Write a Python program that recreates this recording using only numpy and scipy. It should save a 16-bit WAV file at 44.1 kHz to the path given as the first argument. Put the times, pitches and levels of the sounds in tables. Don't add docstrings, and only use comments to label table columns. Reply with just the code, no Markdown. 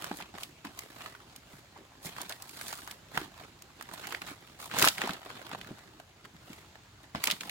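import sys
import numpy as np
from scipy import signal
from scipy.fft import rfft, irfft, next_fast_len
from scipy.io import wavfile
from scipy.ndimage import uniform_filter1d, map_coordinates

SR = 44100
rng = np.random.default_rng(int(sys.argv[2]) if len(sys.argv) > 2 else 0)


def pcm_store(signal):
    levels = np.round(np.clip(np.atleast_2d(signal), -1, 1) * 32767)
    wavfile.write(sys.argv[1], SR, levels.astype(np.int16).T)


N = 330750


def amp(db):
    return 10 ** (np.asarray(db) / 20)


def unit(x):
    return x / np.sqrt(np.mean(x ** 2) + 1e-20)


def along(points, hz):
    f, v = np.transpose(points)
    return np.interp(np.log(hz + 1), np.log(f), v)


def wobble(rate):
    knots = rng.standard_normal(int(N * rate / SR) + 4)
    return map_coordinates(knots, [np.arange(N) * rate / SR])


def filtered(x, response):
    n = x.shape[-1]
    m = next_fast_len(n + 4096, True)
    return irfft(rfft(x, m) * response(np.fft.rfftfreq(m, 1 / SR)), m)[..., :n]


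def colour(x, points):
    size = 2048
    cepstrum = irfft(np.log(amp(along(points, np.fft.rfftfreq(size, 1 / SR)))))
    cepstrum[1:size // 2] *= 2
    cepstrum[size // 2 + 1:] = 0
    impulse = irfft(np.exp(rfft(cepstrum)))
    return signal.fftconvolve(x, impulse[None], axes=1)[:, :x.shape[1]]


def resonance(hz, centre_hz, q):
    damping = 1j * hz * centre_hz / q
    return damping / (centre_hz ** 2 - hz ** 2 + damping)


def ports(pair, lag):
    # frequency in Hz, likeness from 0 to 1.
    alike = [(120, .98), (300, 0.9), (700, 0.61), (1400, 0.44), (3000, 0.14), (8000, 0.25)]

    def turn(hz):
        return np.arccos(np.clip(along(alike, hz), 0, 1)) / 2

    mid, side = filtered(pair, lambda hz: np.array([np.cos(turn(hz)), np.sin(turn(hz))]))
    stereo = np.array([mid + side, mid - side])
    return filtered(stereo, lambda hz: np.exp(np.outer([-1, 1], 1j * np.pi * hz * lag)))


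def add(track, s, sound):
    part = track[:, max(round(s * SR), 0):][:, :sound.shape[1]]
    part += sound[:, :part.shape[1]]


def handling():
    # time of its
    # height in seconds, swell in seconds, fade in seconds, rubbing level in dB,
    # crispness (crinkle over rubbing) in dB.
    strokes = [(0.05, 0.13, 0.12, -46.5, -7), (0.18, 0.034, 0.015, -53, 5.5),
               (0.21, 0.025, 0.053, -48, -22), (0.349, 0.017, 0.047, -50, -21),
               (0.41, 0.035, 0.057, -51, -0.5), (0.654, 0.011, 0.051, -47, -12),
               (0.81, 0.073, 0.054, -53, -3), (1.05, 0.18, 0.1, -49.5, -7), (1.35, 0.21, 0.035, -60, -9),
               (1.55, 0.067, 0.064, -58.5, -1.5), (1.77, 0.033, 0.046, -60, -34),
               (2.054, 0.022, 0.045, -44.5, 1), (2.2, 0.075, 0.092, -46, -7.5),
               (2.29, 0.011, 0.084, -48, -3.5), (2.68, 0.2, 0.17, -48, 1), (2.88, 0.011, 0.063, -51.5, -3),
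               (3.178, 0.046, 0.07, -42.5, -7), (3.42, 0.093, 0.071, -53.5, -8),
               (3.83, 0.11, 0.061, -59.5, -9), (3.94, 0.011, 0.01, -50, 5), (4.09, 0.18, 0.11, -46, -7),
               (4.311, 0.064, 0.019, -43.5, -6), (4.609, 0.013, 0.081, -47.5, 1),
               (4.76, 0.028, 0.061, -32, -16), (4.844, 0.059, 0.041, -27, -2),
               (5.038, 0.063, 0.1, -37, -14.5), (5.35, .25, 0.32, -49.5, -13),
               (5.53, 0.025, 0.026, -46.5, -19), (5.67, 0.062, 0.1, -61, -11),
               (6.25, 0.013, 0.016, -55.5, -20), (6.52, 0.1, 0.15, -57, -4),
               (7.05, 0.047, 0.012, -58.5, -7), (7.154, 0.0088, 0.05, -43.5, -17),
               (7.309, 0.087, 0.037, -38.5, -8.5), (7.42, 0.011, 0.082, -44.5, -6)]
    # time in seconds, rubbing level in dB.
    chafe = [(0, -62), (1.9, -63), (2.45, -61), (3.05, -63), (3.65, -64.5), (4.45, -58.5), (5.8, -59),
             (6.1, -64.5), (7.1, -64.5)]
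    chafe_crisp_db = -7.5
    drop_db, roundness = 9.5, 1.65
    flap_base_db, flap_at_db, flap_grows, flap_per_crisp = -56.5, -47.5, 0.73, -0.3

    t = np.arange(0, N, 32) / SR
    gestures = [(np.interp(t, *np.transpose(chafe)), chafe_crisp_db)]
    for s, swell_s, fade_s, db, crisp_db in strokes:
        away = np.abs(t - s) / np.where(t < s, swell_s, fade_s)
        gestures.append((db - drop_db * away ** roundness, crisp_db))

    power = 0
    for db, crisp_db in gestures:
        flap_db = flap_base_db + flap_grows * (db - flap_at_db) + flap_per_crisp * crisp_db
        power = power + amp([flap_db, db, db + crisp_db]) ** 2
    return [np.interp(np.arange(N) / SR, t, 10 * np.log10(p)) for p in power]


def catches(rate, spread_db):
    when, size = rng.random((2, N))
    energy = (when < rate / SR) * amp(-spread_db * np.log(np.maximum(size, .03))) ** 2
    return energy / energy.mean()


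def flexing(patchy_db):
    z = signal.stft(rng.standard_normal((2, N)), nperseg=512)[2]
    field = rng.standard_normal(z.shape[1:])
    field = uniform_filter1d(field, size=4, axis=0)
    field = uniform_filter1d(field, size=7, axis=1)
    return signal.istft(z * amp(patchy_db * unit(field)), nperseg=512)[1][:, :N]


def slips(spectrum, energy, grip, t60, smooth_db, patchy_db):
    shake = signal.lfilter([1], [1, -amp(-120 / (t60 * SR))], energy)
    shake /= np.abs(uniform_filter1d(shake, int(.08 * SR))) + 0.041 * shake.mean()
    loudness = np.sqrt(grip * shake + 1 - grip + amp(smooth_db) ** 2)
    sound = loudness * flexing(patchy_db)
    return unit(colour(ports(sound, .00012), spectrum))


def rustle(flap_db, rub_db, crinkle_db, grip):
    # frequency in Hz, relative level in dB per Hz.
    flap_tone = [(40, -38), (90, -10.5), (150, 1.5), (330, 2.5), (600, -3.5), (850, -11), (2000, -50.5)]
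    rub_tone = [(200, -26.5), (480, -6), (680, 1), (1250, 1), (2000, -1.5), (4000, -6.5), (5500, -11.5),
                (12000, -32)]
    crinkle_tone = [(1500, -36), (3500, 4.5), (4700, 4), (7500, 3), (10500, 2), (16000, -2)]

    clumps = amp(3.2 * wobble(32))
    pleats = clumps * catches(rate=520, spread_db=3.5)
    edges = pleats + clumps * catches(rate=600, spread_db=6.5)
    flap = slips(flap_tone, pleats, grip, t60=0.027, smooth_db=-16.0, patchy_db=4.0)
    rub = slips(rub_tone, pleats, grip, t60=0.033, smooth_db=-13.5, patchy_db=3)
    crinkle = slips(crinkle_tone, edges, grip, t60=0.0045, smooth_db=-3.5, patchy_db=2.0)
    return amp(flap_db) * flap + amp(rub_db + 0.5) * rub + amp(crinkle_db) * crinkle


def forest():
    # frequency in Hz, relative level in dB per Hz.
    hush_tone = [(20, -24), (55, 1), (120, 4), (220, -7), (500, -11), (3200, -16), (7000, -18),
                 (11000, -40.5), (16000, -35)]
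    hush = unit(colour(ports(rng.standard_normal((2, N)), 0), hush_tone))
    drone = unit(filtered(rng.standard_normal(N), lambda hz: resonance(hz, 113.8, q=27) ** 2))
    return amp(-60.0 + 1.1 * wobble(2.83)) * hush + amp(-73.5) * drone


def buckle(t60, shiver_db, shiver_t60):
    t = np.arange(1024) / SR
    onset = (1 - np.exp(-t / 0.00058)) ** 2
    fade = amp(-60 * t / t60) + amp(shiver_db - 60 * t / shiver_t60)
    chatter = np.sign(rng.standard_normal((2, len(t))))
    return ports(onset * fade * chatter, rng.normal(.00011, .00004))


def small_snaps(rub_db, grip):
    per_s, typical_hz = 7, 1550
    at = np.flatnonzero(rng.random(N) < grip ** 2 * per_s / SR)
    ring, pitch, crack = rng.standard_normal((len(at), 3)).T
    ring_db = rub_db[at] + 2 + 2 * ring
    pitch_hz = typical_hz * np.exp(.35 * pitch)
    crack_db = rub_db[at] - 4.5 + 3 * crack
    return list(zip(at / SR, ring_db, pitch_hz, crack_db))


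def snaps(rub_db, grip):
    # start in seconds, ring level in dB before a 1.5 dB boost,
    # pitch of the leaf panel in Hz, level of the fibre crack in dB.
    clear_snaps = [(0.042, -37, 1380, -40), (0.114, -36, 760, -63), (0.223, -45, 2400, -67),
                   (0.383, -43, 1250, -54), (0.433, -38.5, 3030, -42), (0.649, -41.5, 1130, -50),
                   (0.79, -43, 2300, -38), (1.15, -47, 1380, -70), (1.361, -52, 3290, -45.5),
                   (2.183, -39.5, 940, -53), (2.215, -49, 4000, -36), (2.294, -47, 4040, -39.5),
                   (2.323, -40, 2950, -63), (2.422, -60, 2240, -40.5), (2.493, -53, 2340, -45),
                   (2.612, -41.5, 1530, -41), (2.681, -65, 3040, -38), (2.727, -39, 1090, -39),
                   (2.875, -42.5, 1210, -46.5), (2.912, -47.5, 2230, -43), (3.175, -26, 1020, -38),
                   (3.621, -55, 2370, -46.5), (3.81, -42, 1410, -51), (3.824, -49, 1300, -45.5),
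                   (3.889, -45.5, 1010, -58), (4.07, -44, 1760, -40), (4.123, -37, 1350, -43),
                   (4.147, -33, 1890, -59), (4.218, -38, 1610, -50), (4.713, -39, 1600, -57),
                   (4.786, -33, 2274, -26.5), (4.794, -46, 1940, -27.5), (4.824, -20.5, 2500, -20.5),
                   (4.843, -21, 1320, -31), (4.849, -29.5, 2800, -25), (4.874, -20.5, 1570, -26),
                   (4.885, -21.5, 3900, -28), (4.981, -35, 1960, -42), (5.016, -30.5, 1680, -49),
                   (5.074, -34.5, 880, -43), (5.093, -32.5, 1430, -49), (5.134, -44.5, 3804, -46),
                   (5.302, -42, 1190, -58), (5.514, -40, 1090, -68), (5.548, -37.5, 780, -58),
                   (5.613, -43, 2323, -72), (5.999, -47.5, 860, -57), (6.531, -50.5, 2370, -54),
                   (6.755, -50, 895, -69), (7.149, -33, 970, -62), (7.239, -30.5, 2380, -25),
                   (7.256, -40, 2780, -34), (7.272, -27, 2536, -28), (7.301, -29.5, 2520, -48),
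                   (7.311, -28.5, 3100, -32), (7.317, -31.5, 3260, -54), (7.408, -37, 2770, -56),
                   (7.495, -36.5, 2500, -44)]
    # frequency in Hz, relative level in dB per Hz.
    crack_tone = [(1500, -6), (3200, -11), (4700, 5.5), (7500, 4), (10500, 0.5), (16000, -0.5)]
    level_span_s = .0065

    track = np.zeros((2, N))
    for s, ring_db, pitch_hz, crack_db in list(clear_snaps) + small_snaps(rub_db, grip):
        flip = buckle(t60=0.0038, shiver_db=-16.5, shiver_t60=0.028)
        ring = filtered(flip, lambda hz: resonance(hz, pitch_hz, q=1.96) * resonance(hz, pitch_hz, q=0.28))
        crack = colour(buckle(t60=0.00086, shiver_db=-11.0, shiver_t60=0.018), crack_tone)
        sound = amp(ring_db + 1.5) * unit(ring) + amp(crack_db) * unit(crack)
        sound = sound * np.sqrt(level_span_s * SR / sound.shape[1])
        add(track, s, sound)
        add(track, s - rng.uniform(.001, 0.0034), amp(-15.5) * sound[::-1])
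    return track


def thuds():
    # start in seconds, peak level in dB, pitch in Hz.
    blows = [(0.111, -27, 251), (0.649, -42.5, 270), (1.535, -43.5, 150), (1.76, -41, 740),
             (2.055, -38, 160.3), (3.173, -33, 145), (3.189, -51, 45.3), (3.41, -38.5, 645),
             (4.312, -36.5, 275), (4.747, -44, 150), (4.821, -30.5, 138), (4.829, -24, 390),
             (4.864, -22.5, 640), (5.038, -29.5, 275), (5.095, -32.5, 174), (5.707, -33.5, 175),
             (6.499, -38.5, 216), (7.147, -29.5, 223), (7.151, -44, 69.5)]
    track, t = np.zeros((2, N)), np.arange(SR // 6) / SR
    for s, db, pitch_hz in blows:
        noise = ports(rng.standard_normal((2, len(t))), .0001)
        flutter = unit(filtered(noise, lambda hz: resonance(hz, pitch_hz, q=0.9) ** 2))
        swing = np.sin(2 * np.pi * pitch_hz * t) * amp(-60 * t * pitch_hz / 9)
        body = swing + amp(-4.5) * flutter * amp(-60 * t / 0.077)
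        body = (1 - np.exp(-t / 0.002)) * body
        add(track, s, amp(db) * body / np.abs(body).max())
    return track


def scatter(x):
    # frequency in Hz, time to fall by 60 dB in seconds.
    echo_time = [(2000, 0.24), (12000, 0.45)]
    hz, t, z = signal.stft(rng.standard_normal((2, SR // 2)), SR, nperseg=256)
    fade = amp(-60 * t / along(echo_time, hz)[:, None])
    tail = signal.istft(z * fade, SR, nperseg=256)[1]
    tail = np.pad(tail, ((0, 0), (int(.007 * SR), 0)))
    return signal.fftconvolve(x, tail / np.linalg.norm(tail[0]), axes=1)[:, :N]


def scene():
    # time in seconds, left minus right in dB.
    pan = [(0, -1.5), (1, -1.5), (2.4, -2), (4.2, -3.5), (4.7, -1.4)]
    flap_db, rub_db, crinkle_db = handling()
    grip = np.clip((rub_db + 73.5) / 18, 0, 1)
    pan_db = np.interp(np.arange(N) / SR, *np.transpose(pan))
    bundle = rustle(flap_db, rub_db, crinkle_db, grip) + snaps(rub_db, grip) + thuds()
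    bundle = bundle * amp(np.outer([.5, -.5], pan_db))
    return bundle + amp(-15.5) * scatter(bundle) + forest()


def record(dry):
    # frequency in Hz,
    # gain in dB.
    final_colour = [(380, 0.5), (490, -2.5), (680, 0.5), (2500, 0), (4300, 1.5), (5700, -2), (7300, 1.5),
                    (9000, 0), (12800, 2.5), (15500, 1)]
    return filtered(colour(dry, final_colour), lambda hz: hz < 16000)


dry = scene()
out = record(dry)
pcm_store(out)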